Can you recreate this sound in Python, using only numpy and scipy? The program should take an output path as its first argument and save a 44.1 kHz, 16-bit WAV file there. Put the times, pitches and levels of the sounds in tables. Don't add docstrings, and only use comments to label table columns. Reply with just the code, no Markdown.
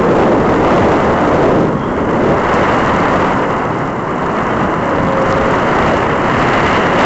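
import sys
import numpy as np
from scipy import signal
from scipy.fft import rfft, irfft
from scipy.io import wavfile

SR = 44100
rng = np.random.default_rng(int(sys.argv[2]) if len(sys.argv) > 2 else 0)


def int16_out(signal):
    q = np.round(np.clip(np.atleast_2d(signal).T, -1, 1) * 32767)
    wavfile.write(sys.argv[1], SR, q.astype(np.int16))


N = 310903
TIME = np.arange(N) / SR

# time_s, flow_db
FLOW = [(0.0, -2), (0.22, 1.1), (0.38, -1), (0.78, 3), (1.42, 0.36), (1.76, -6.0), (2.28, -2.5),
        (2.52, 2.9), (3.2, 2.5), (3.98, -4.7), (4.4, -0.74), (5.16, -1.3), (5.28, 1), (5.94, 3),
        (6.1, -0.5), (6.48, 3), (6.92, 1), (7.04, 5)]
# time_s, drive_db
BUFFETING = [(0.0, 5), (1.2, 0.5), (1.6, 7), (1.8, 1.4), (2.3, 6), (2.46, -2), (3.96, -2), (5.18, -1.25),
             (7.04, -1.5)]


def gain_of(db):
    return 10 ** (np.asarray(db) / 20)


def evened(x):
    return x / np.sqrt(np.mean(x ** 2) + 1e-20)


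def read(points, hz):
    point_hz, value = np.transpose(points)
    return np.interp(np.log(hz + 1), np.log(point_hz + 1), value)


def follow(rows, t):
    return np.interp(t, *np.transpose(rows))


def wander(rate_hz):
    hz = np.fft.rfftfreq(N, 1 / SR)
    spectrum = rfft(rng.standard_normal(N))
    return evened(irfft(spectrum * np.exp(-(hz / rate_hz) ** 2), N))


def turbulence(colour_db, size=2048):
    overlap = size - size // 4
    hz, t, frames = signal.stft(rng.standard_normal(N), SR, nperseg=size, noverlap=overlap)
    shaped = frames * gain_of(colour_db(hz[:, None], t[None]))
    return evened(signal.istft(shaped, SR, nperseg=size, noverlap=overlap)[1][:N])


def brightness(t, db_per_flow_db=0.22):
    # time_s, lift_db
    treble = [(0, -2.3), (1.9, -0.5), (2.7, 0.9), (3.4, -0.5), (4.2, -0.1), (5.8, 0.6), (6.7, 4),
              (7.05, 3.5)]
    return db_per_flow_db * follow(FLOW, t) + follow(treble, t)


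def buffet(level_db=-16.5, swing=.95, extra_swing=1.52, lumpy_db=0.7, octaves_per_db=0.0442):
    # frequency_hz, relative_density_db (per Hz)
    eddies = [(20, -24), (100, -9), (200, -2), (350, 1.5), (520, 0), (700, -4), (900, -12.5), (1400, -30.5),
              (2500, -35.5), (5000, -50)]

    def colour_db(hz, t):
        shift = 2 ** (octaves_per_db * follow(FLOW, t))
        return read(eddies, hz / shift)

    drive_db = swing * follow(FLOW, TIME) + extra_swing * follow(BUFFETING, TIME)
    return gain_of(level_db + drive_db + lumpy_db * wander(16)) * turbulence(colour_db)


def rush(level_db=-16.0, swing=0.86, tilt=1.0, flutter_db=0.77, treble_flutter_db=0.66):
    # frequency_hz, relative_density_db (per Hz)
    sliding_air = [(60, -12), (300, -4.5), (600, -1.5), (850, -1.5), (1250, -1), (1600, -7), (2050, -10.5),
                   (2400, -21), (3100, -24), (3500, -35.5), (5000, -40), (7800, -41.5)]
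    # centre_hz, width_hz, boost_db
    hollows = [(997, 300, 3.5), (2020, 360, 2), (2844, 380, 6), (4200, 450, 3)]
    flutter = wander(25)

    def colour_db(hz, t):
        share = read([(1100, 0.039), (2000, 1.18), (2850, 1.7), (4500, 1.3)], hz)
        hollows_db = sum(db / (1 + (2 * (hz - centre) / width) ** 2) for centre, width, db in hollows)
        lift_db = tilt * brightness(t) + treble_flutter_db * np.interp(t, TIME, flutter)
        return read(sliding_air, hz) + hollows_db + share * lift_db

    drive_db = swing * follow(FLOW, TIME) + flutter_db * wander(51)
    return gain_of(level_db + drive_db) * turbulence(colour_db)


def rumble(level_db=-19.6, swing=.38, deep_swing=.7, buffeting_swing=.75, lumpy_db=1.5, deep_lumpy_db=2):
    # frequency_hz, relative_density_db (per Hz)
    pressing_air = [(10, -9.5), (30, -16), (60, -6), (110, -2.5), (180, 0.5), (260, -2.5), (400, -8.5),
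                    (800, -24.5), (3000, -50.5)]
    lumps = wander(5)

    def colour_db(hz, t):
        depth = read([(40, 1), (150, 0.15)], hz)
        press_db = deep_swing * follow(FLOW, t) + buffeting_swing * follow(BUFFETING, t)
        lumps_db = deep_lumpy_db * np.interp(t, TIME, lumps)
        return read(pressing_air, hz) + depth * (press_db + lumps_db)

    drive_db = swing * follow(FLOW, TIME) + lumpy_db * wander(6)
    return gain_of(level_db + drive_db) * turbulence(colour_db)


def fizz(level_db=-45.5, swing=1.1, tilt=.4, sputter_db=6):
    drive_db = swing * follow(FLOW, TIME) + tilt * brightness(TIME)
    sputter = evened(0.29 * wander(60) + wander(900))
    spurts = evened(gain_of(sputter_db * sputter))
    # frequency_hz, relative_density_db (per Hz)
    colour = [(1500, -11.5), (3200, 3), (5000, 2.0), (8000, 3.5), (10000, -42.0)]
    return gain_of(level_db + drive_db) * spurts * turbulence(lambda hz, t: read(colour, hz))


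def edge_tone(s, lowest_hz, db, unsteady_hz=20, jitter_hz=2, flutter_db=1):
    glide_hz_per_s, turn_s, fade_db_per_hz = 84, .11, .4
    sharp_hz = glide_hz_per_s * (np.hypot(TIME - s, turn_s) - turn_s)
    turns = np.cumsum(lowest_hz + sharp_hz + jitter_hz * wander(unsteady_hz)) / SR
    strength = gain_of(db - fade_db_per_hz * sharp_hz + flutter_db * wander(unsteady_hz))
    return strength * np.sqrt(2) * np.sin(2 * np.pi * turns)


def edge_tones():
    # loudest_s, lowest_pitch_hz, level_db
    sagging_tones = [(5.26, 534.5, -18.5), (7.05, 528, -24)]
    return sum(edge_tone(*row) for row in sagging_tones)


def airy_whistle(peak_s=1.83, centre_hz=3200, level_db=-42, width_hz=380):
    rise_db_per_s, fall_db_per_s = 160, 50
    envelope_db = np.minimum(rise_db_per_s * (TIME - peak_s), fall_db_per_s * (peak_s - TIME))
    band = turbulence(lambda hz, t: -20 * np.log10(1 + (2 * (hz - centre_hz) / width_hz) ** 2))
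    return gain_of(level_db + envelope_db) * band


def whine(pitch_hz=7757, level_db=-63.5, swing=.5, waver_db=2):
    turns = np.cumsum(pitch_hz + 4 * wander(25)) / SR
    strength = gain_of(level_db + swing * follow(FLOW, TIME) + waver_db * wander(3))
    return strength * np.sqrt(2) * np.sin(2 * np.pi * turns)


def ticks(trim_db=2, ring_hz=4500, decay_s=0.00015):
    # start_s, level_db
    knocks = [(3.0038, -14), (5.326, -8), (6.7, -17.5), (7.0252, -20.5)]
    out = np.zeros(N)
    for start_s, db in knocks:
        age = np.maximum(TIME - start_s, 0)
        out += gain_of(db + trim_db) * np.exp(-age / decay_s) * np.sin(2 * np.pi * ring_hz * age)
    return out


def hiss(level_db=-49.5):
    return gain_of(level_db) * rng.standard_normal(N)


def scene():
    wind = buffet() + rush() + rumble() + fizz()
    whistles = edge_tones() + airy_whistle() + whine()
    return (wind + whistles + ticks() + hiss())[None]


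def record(dry, recorder_hz=16000, full_scale=.5, edge_hz=7750):
    sampled = signal.resample(dry, round(N * recorder_hz / SR), axis=1)
    flattened = np.clip(sampled, -full_scale, full_scale)
    restored = signal.resample(flattened, N, axis=1)
    low_pass = signal.firwin(221, edge_hz, window=("kaiser", 8), fs=SR)
    return signal.oaconvolve(restored, low_pass[None], "same")


dry = scene()
out = record(dry)
int16_out(out)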